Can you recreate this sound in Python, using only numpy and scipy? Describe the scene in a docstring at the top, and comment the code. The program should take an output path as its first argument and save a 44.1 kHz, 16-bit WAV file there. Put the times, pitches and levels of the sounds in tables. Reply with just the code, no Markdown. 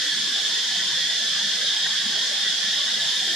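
"""A dense chorus of cicadas drones in trees: flickering near voices, a fine rasp to the right, a broad hiss.
The nearer insects click their tymbals a few hundred times a second into ringing abdomens, smeared by foliage.
The closest is a regular, unsmeared click train; countless far insects are shaped, diffuse noise.
Beneath lie a faint outdoor wash of noise and a low, wavering hum of narrow noise bands."""
import sys
import numpy as np
from scipy import signal
from scipy.fft import rfft, irfft, next_fast_len
from scipy.io import wavfile
from scipy.ndimage import uniform_filter1d

SR = 44100
rng = np.random.default_rng(int(sys.argv[2]) if len(sys.argv) > 2 else 0)


def dump(signal):
    """Clip the signal to [-1, 1] and save it as 16-bit WAV at the path in sys.argv[1]."""
    limited = np.clip(np.atleast_2d(signal).T, -1, 1)
    pcm = np.round(limited * 32767).astype(np.int16)
    wavfile.write(sys.argv[1], SR, pcm)


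N = 147735

# Body resonances of the nearer cicadas. Each row: centre in Hz, width in Hz (between -9 dB points),
# relative level in dB, left-right likeness from 0 to 1.
BODY_RINGS = [(1621, 330, -43.5, 0.96), (1758, 203, -37, 0.84), (1950, 190, -45, 0.74),
              (3149, 495, -35.5, 1), (3333, 310, -31.5, 0.48), (3493, 360, -30, 0.7), (3705, 300, -35.5, 1),
              (4264, 800, -34.5, 0.26), (5110, 940, -33, 0.23)]
# Limits between the low, main and high bands of those resonances, in Hz.
BAND_LIMITS_HZ = (2500, 3900)
# Swell of the main band. Each row: time in seconds, relative level in dB.
MAIN_SWELL = [(0.0, -28), (0.13, -26), (0.16, -31), (0.19, -25.5), (0.32, -28.5), (0.34, -23.5),
              (0.44, -29), (0.46, -23.5), (0.5, -28.5), (0.54, -25.5), (0.69, -28), (0.77, -25.5),
              (1.36, -26.5), (1.54, -25.5), (1.56, -29.5), (1.63, -24.5), (1.66, -28), (1.67, -21),
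              (1.75, -27.5), (1.77, -24), (1.79, -26), (1.86, -23), (1.88, -30), (1.91, -24), (1.94, -29),
              (1.98, -23), (2.01, -27.5), (2.24, -25.5), (2.27, -29.5), (2.49, -23.5), (2.59, -28.5),
              (2.82, -23.5), (2.84, -26), (2.89, -25), (2.9, -29), (2.93, -25), (2.98, -26.5), (2.99, -36),
              (3.01, -25), (3.35, -26)]
# Swell of the low band. Each row: time in seconds, relative level in dB.
LOW_BAND_SWELL = [(0.0, -33), (0.17, -33), (0.24, -42), (0.26, -35.5), (0.54, -38), (0.56, -32),
                  (0.64, -40.5), (0.72, -33.5), (0.79, -38.5), (0.81, -30), (0.87, -42), (0.92, -33.5),
                  (1.3, -36), (1.31, -37.5), (1.51, -32.5), (1.58, -38), (1.63, -31), (1.64, -35.5),
                  (1.84, -36.5), (1.87, -26.5), (1.88, -45), (1.92, -33), (2.15, -37.5), (2.27, -33),
                  (2.38, -39.5), (2.47, -31), (2.57, -43), (2.62, -31.5), (2.71, -36.5), (2.75, -31),
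                  (2.85, -42.5), (2.87, -30.5), (2.94, -39), (2.97, -32.5), (3.1, -37.5), (3.35, -33)]
# Ring of the closest cicada's clicks. Each row: centre in Hz, width in Hz (between -9 dB points),
# relative level in dB.
RASP_RINGS = [(3465, 1000, -0.5), (4300, 690, -3.5), (5250, 1800, -4.5)]
# Spectrum of the far chorus. Each row: frequency in Hz, relative density in dB per Hz.
FAR_SPECTRUM = [(900, -43), (1500, -4), (2000, -3), (2400, -6), (2850, -4.5), (3300, 4), (3980, -2),
                (4600, 2), (5700, 0.5), (6200, -.5), (6750, 0), (7200, -5), (8300, -9), (9000, -13.5),
                (10800, -16.5), (12500, -22.5), (13300, -29.5), (14500, -43)]
# Change of the highest hiss. Each row: time in seconds, change in dB.
FIZZ_CHANGE = [(0, 0), (1.5, -1), (2.6, -1), (2.9, -0.5), (3.15, 1), (3.35, 1)]
# Spectrum of the outdoor wash. Each row: frequency in Hz, relative density in dB per Hz.
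WASH_SPECTRUM = [(20, -39), (50, -36), (70, -26), (90, -21), (135, -14), (165, -7), (200, 9), (235, 1),
                 (268, -23), (300, -3.5), (390, -2), (520, -.5), (730, 0.5), (1250, -1.8), (2500, -9),
                 (6000, -41)]
# Swell of the outdoor wash. Each row: time in seconds, relative level in dB.
WASH_LEVEL = [(0, -48.5), (.5, -46), (.65, -48), (.9, -45.5), (1.07, -50), (1.3, -45.5), (1.7, -46.5),
              (2.15, -44.5), (2.4, -46.5), (2.8, -46.5), (3.05, -45.5), (3.35, -45.5)]
# Stereo likeness of distant sound. Each row: frequency in Hz, likeness from -1 to 1.
LIKENESS = [(30, 0.077), (170, .93), (500, 0.84), (1200, 0.72), (1800, 0.53), (2500, 0.56), (3500, -0.009),
            (4300, 0.3), (5500, 0.14), (7000, -0.098), (10000, -0.067), (13000, -0.00059)]
# Low hum. Each row: centre in Hz, width in Hz (between -9 dB points), starting level in dB, change in dB per second.
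HUM_BANDS = [(106, 20, -69, -3.5), (160.8, 10.2, -58, -0.86), (295.7, 38, -56, -5)]

# spread and jitter are in log rate: the rates span +-2 * spread
CLICK_HZ, CLICK_LOG_SPREAD, CLICK_LOG_JITTER = 310.7, 0.13, 0.09
THROB_RMS_DB, THROB_HZ = 1.37, 19
SCATTER_T60_S, DIRECT_GAIN = 0.27, 0.5
RASP_HZ, RASP_WAVER_SHARE, RASP_DB = 311, 0.003, -37
FAR_DB, FIZZ_MID_HZ = -28.5, 7800
WASH_DB = -44
NEAR_RIGHT_DB, RASP_RIGHT_DB, FAR_RIGHT_DB = 1.1, 6.0, 0.5  # right over left
LOWPASS_HZ = 14700


def near_cicadas(count=16):
    """Each insect sends a throbbing train of clicks through the foliage and its body resonances."""
    size = next_fast_len(N, True)
    f = np.fft.rfftfreq(size, 1 / SR)
    bands = np.zeros((3, 2, len(f)), complex)
    rings = [evened(abs(resonance(f, hz, width_hz))) * gain_of(db)
             for hz, width_hz, db, same in BODY_RINGS]
    for place in np.linspace(-1, 1, count):
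        unsteady = evened(uniform_filter1d(rng.standard_normal(N), size=200))
        rate_hz = CLICK_HZ * np.exp(2 * CLICK_LOG_SPREAD * place + CLICK_LOG_JITTER * unsteady)
        # one click per whole cycle
        cycles = np.cumsum(rate_hz) / SR + rng.random()
        clicks = np.diff(np.floor(cycles), prepend=0)
        clicks = clicks * gain_of(THROB_RMS_DB * drift(THROB_HZ))
        clicks = evened(clicks - clicks.mean())
        paths = rfft(np.resize(clicks, size)) * rfft(foliage(), size)
        for ring, (hz, width_hz, db, same) in zip(rings, BODY_RINGS):
            phase = np.exp(2j * np.pi * rng.random())
            bands[np.searchsorted(BAND_LIMITS_HZ, hz)] += pair(*paths, same) * ring * phase
    low, main, high = irfft(bands, size)[..., :N] / np.sqrt(count)
    low = shimmer(low, depth_db=4.5, span_s=0.041, span_hz=26.2)
    low = interwoven(low, span_s=0.071) * level(LOW_BAND_SWELL)
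    main = shimmer(main, depth_db=3.5, span_s=0.043, span_hz=26.6)
    main = interwoven(main, span_s=0.058) * level(MAIN_SWELL)
    return leaning(low + main + high, NEAR_RIGHT_DB)


def foliage(size=8192):
    """Two unrelated decaying tails of scatter from the leaves, the first with a direct path."""
    decay = gain_of(-60 * np.arange(size) / SR / SCATTER_T60_S)
    tail = rng.standard_normal((2, size)) * decay
    tail /= np.linalg.norm(tail, axis=1, keepdims=True)
    tail[0, 0] += DIRECT_GAIN
    return tail / np.linalg.norm(tail, axis=1, keepdims=True)


def closest_cicada():
    """One insect's regular clicks excite its resonances and arrive unsmeared, as a fine rasp."""
    f = np.fft.rfftfreq(N, 1 / SR)
    cycles = np.cumsum(RASP_HZ * (1 + RASP_WAVER_SHARE * drift(hz=5))) / SR
    clicks = rfft(np.diff(np.floor(cycles), prepend=0))
    rasp = np.zeros(N)
    for hz, width_hz, db in RASP_RINGS:
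        ring = evened(irfft(clicks * resonance(f, hz, width_hz), N))
        rasp += gain_of(db) * ring * gain_of(2.3 * drift(hz=20))
    # the phase steps at random from click to click
    slip = np.cumsum(rng.standard_normal(int(cycles[-1]) + 1))[cycles.astype(int)]
    rasp = (signal.hilbert(rasp) * np.exp(0.7j * slip)).real
    return leaning(gain_of(RASP_DB) * evened(rasp), RASP_RIGHT_DB)


def far_cicadas():
    """Countless far insects merge into a gently wavering hiss of shaped noise."""
    hiss = distant(FAR_SPECTRUM, patchy_db=0.3, fizz=1.0)
    hiss = shimmer(hiss, depth_db=2.0, span_s=0.019, span_hz=49.6, size=2048)
    return leaning(hiss * gain_of(FAR_DB + 0.12 * drift(hz=8.2)), FAR_RIGHT_DB)


def outdoor_wash():
    """Faint diffuse noise whose strands flicker under a slow swell."""
    wash = distant(WASH_SPECTRUM, patchy_db=0.44)
    wash = shimmer(wash, depth_db=3.5, span_s=0.023, span_hz=30.6, size=2048)
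    wash = shimmer(wash, depth_db=2.5, span_s=0.058, span_hz=85, size=2048)
    return gain_of(WASH_DB) * interwoven(wash, span_s=0.11) * level(WASH_LEVEL)


def hum():
    """Narrow bands of noise make low tones that waver and slowly fade."""
    f, t = np.fft.rfftfreq(N, 1 / SR), np.arange(N) / SR
    total = np.zeros(N)
    for hz, width_hz, db, db_per_s in HUM_BANDS:
        noise = rfft(rng.standard_normal(N))
        tone = evened(irfft(noise * resonance(f, hz, width_hz), N))
        total += gain_of(db + db_per_s * t) * tone
    return total


def distant(spectrum, patchy_db, fizz=0, size=1024):
    """Diffuse stereo noise of rms 1 with drifting patches of loudness."""
    hop = size // 4
    t, hz = np.arange(N // hop + 5) * hop / SR, np.fft.rfftfreq(size, 1 / SR)
    a, b, c, d, patches = rng.standard_normal((len(t), len(hz), 5)).T
    patches = uniform_filter1d(patches, size=10, axis=0)
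    patches = evened(uniform_filter1d(patches, size=16, axis=1))
    # fizz fades in from 0.75 to 1.25 times its middle frequency
    high = np.clip(2 * (hz / FIZZ_MID_HZ - 1) + 0.5, 0, 1)[:, None]
    field_db = read(spectrum, hz)[:, None] + patchy_db * patches
    field_db = field_db + fizz * high * np.interp(t, *np.transpose(FIZZ_CHANGE))
    z = pair(a + 1j * b, c + 1j * d, read(LIKENESS, hz)[:, None]) * gain_of(field_db)
    return evened(signal.istft(z, nperseg=size, noverlap=size - hop)[1][:, :N])


def shimmer(x, depth_db, span_s, span_hz, size=4096):
    """Narrow strands of the sound swell and fade by chance; the overall level stays."""
    overlap = size - size // 4
    hz, t, z = signal.stft(x, SR, nperseg=size, noverlap=overlap, boundary="even")
    near_t = np.exp(-((t[:, None] - t) / span_s) ** 2)
    near_hz = np.exp(-(hz[:40] - hz[20]) ** 2 / span_hz ** 2)
    chance = near_t @ rng.standard_normal((len(t), len(hz)))
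    patches = evened(signal.fftconvolve(chance, near_hz[None], "same"))
    y = signal.istft(z * gain_of(depth_db * patches.T), nperseg=size, noverlap=overlap)[1][:, :N]
    return evened(y) * x.std()


def interwoven(x, span_s):
    """Strands take over from one another: dividing by smoothed power evens the summed level."""
    span = int(span_s * SR) + 1
    power = uniform_filter1d(uniform_filter1d((x ** 2).mean(0), span), span)
    return evened(x / np.sqrt(abs(power) + 1e-20)) * x.std()


def level(points):
    """Gain over time from a curve in dB, scaled to mean power 1."""
    return evened(gain_of(np.interp(np.arange(N) / SR, *np.transpose(points))))


def drift(hz):
    """Slow chance of rms 1: sines of random phase up to about hz."""
    t = np.linspace(0, N / SR, 1500)
    rates_hz = hz * np.geomspace(0.1, 1, 20) * rng.uniform(0.9, 1.1, 20)
    slow = sum(np.sin(2 * np.pi * (f * t + rng.random())) for f in rates_hz)
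    return np.interp(np.arange(N) / SR, t, evened(slow))


def resonance(f, hz, width_hz):
    """Complex gain of a steep-sided resonance at the frequencies f."""
    return 1 / (1 + 2j * (f - hz) / width_hz) ** 3


def pair(a, b, same):
    """Two unrelated signals become left and right with the given likeness."""
    turn = np.arccos(np.clip(same, -1, 1)) / 2
    mid, side = np.cos(turn) * a, np.sin(turn) * b
    return np.array([mid + side, mid - side])


def leaning(x, right_db):
    """Tips a sound to the right by a level difference."""
    return x * gain_of([[-right_db / 2], [right_db / 2]])


def read(points, hz):
    """Reads a table on a log-frequency axis."""
    f, value = np.transpose(points)
    return np.interp(np.log(hz + 1), np.log(f + 1), value)


def gain_of(db):
    """Decibels to gain."""
    return 10 ** (np.asarray(db) / 20)


def evened(x):
    """Scales to rms 1."""
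    return x / np.sqrt(np.mean(x ** 2) + 1e-20)


def scene():
    """Near, closest and far cicadas over the outdoor wash and hum."""
    return near_cicadas() + closest_cicada() + far_cicadas() + outdoor_wash() + hum()


def record(dry):
    """Limits the band with a steep low-pass."""
    lowpass = signal.firwin(511, LOWPASS_HZ, window=("kaiser", 9), fs=SR)
    return signal.oaconvolve(dry, lowpass[None], "same")


dry = scene()
out = record(dry)
dump(out)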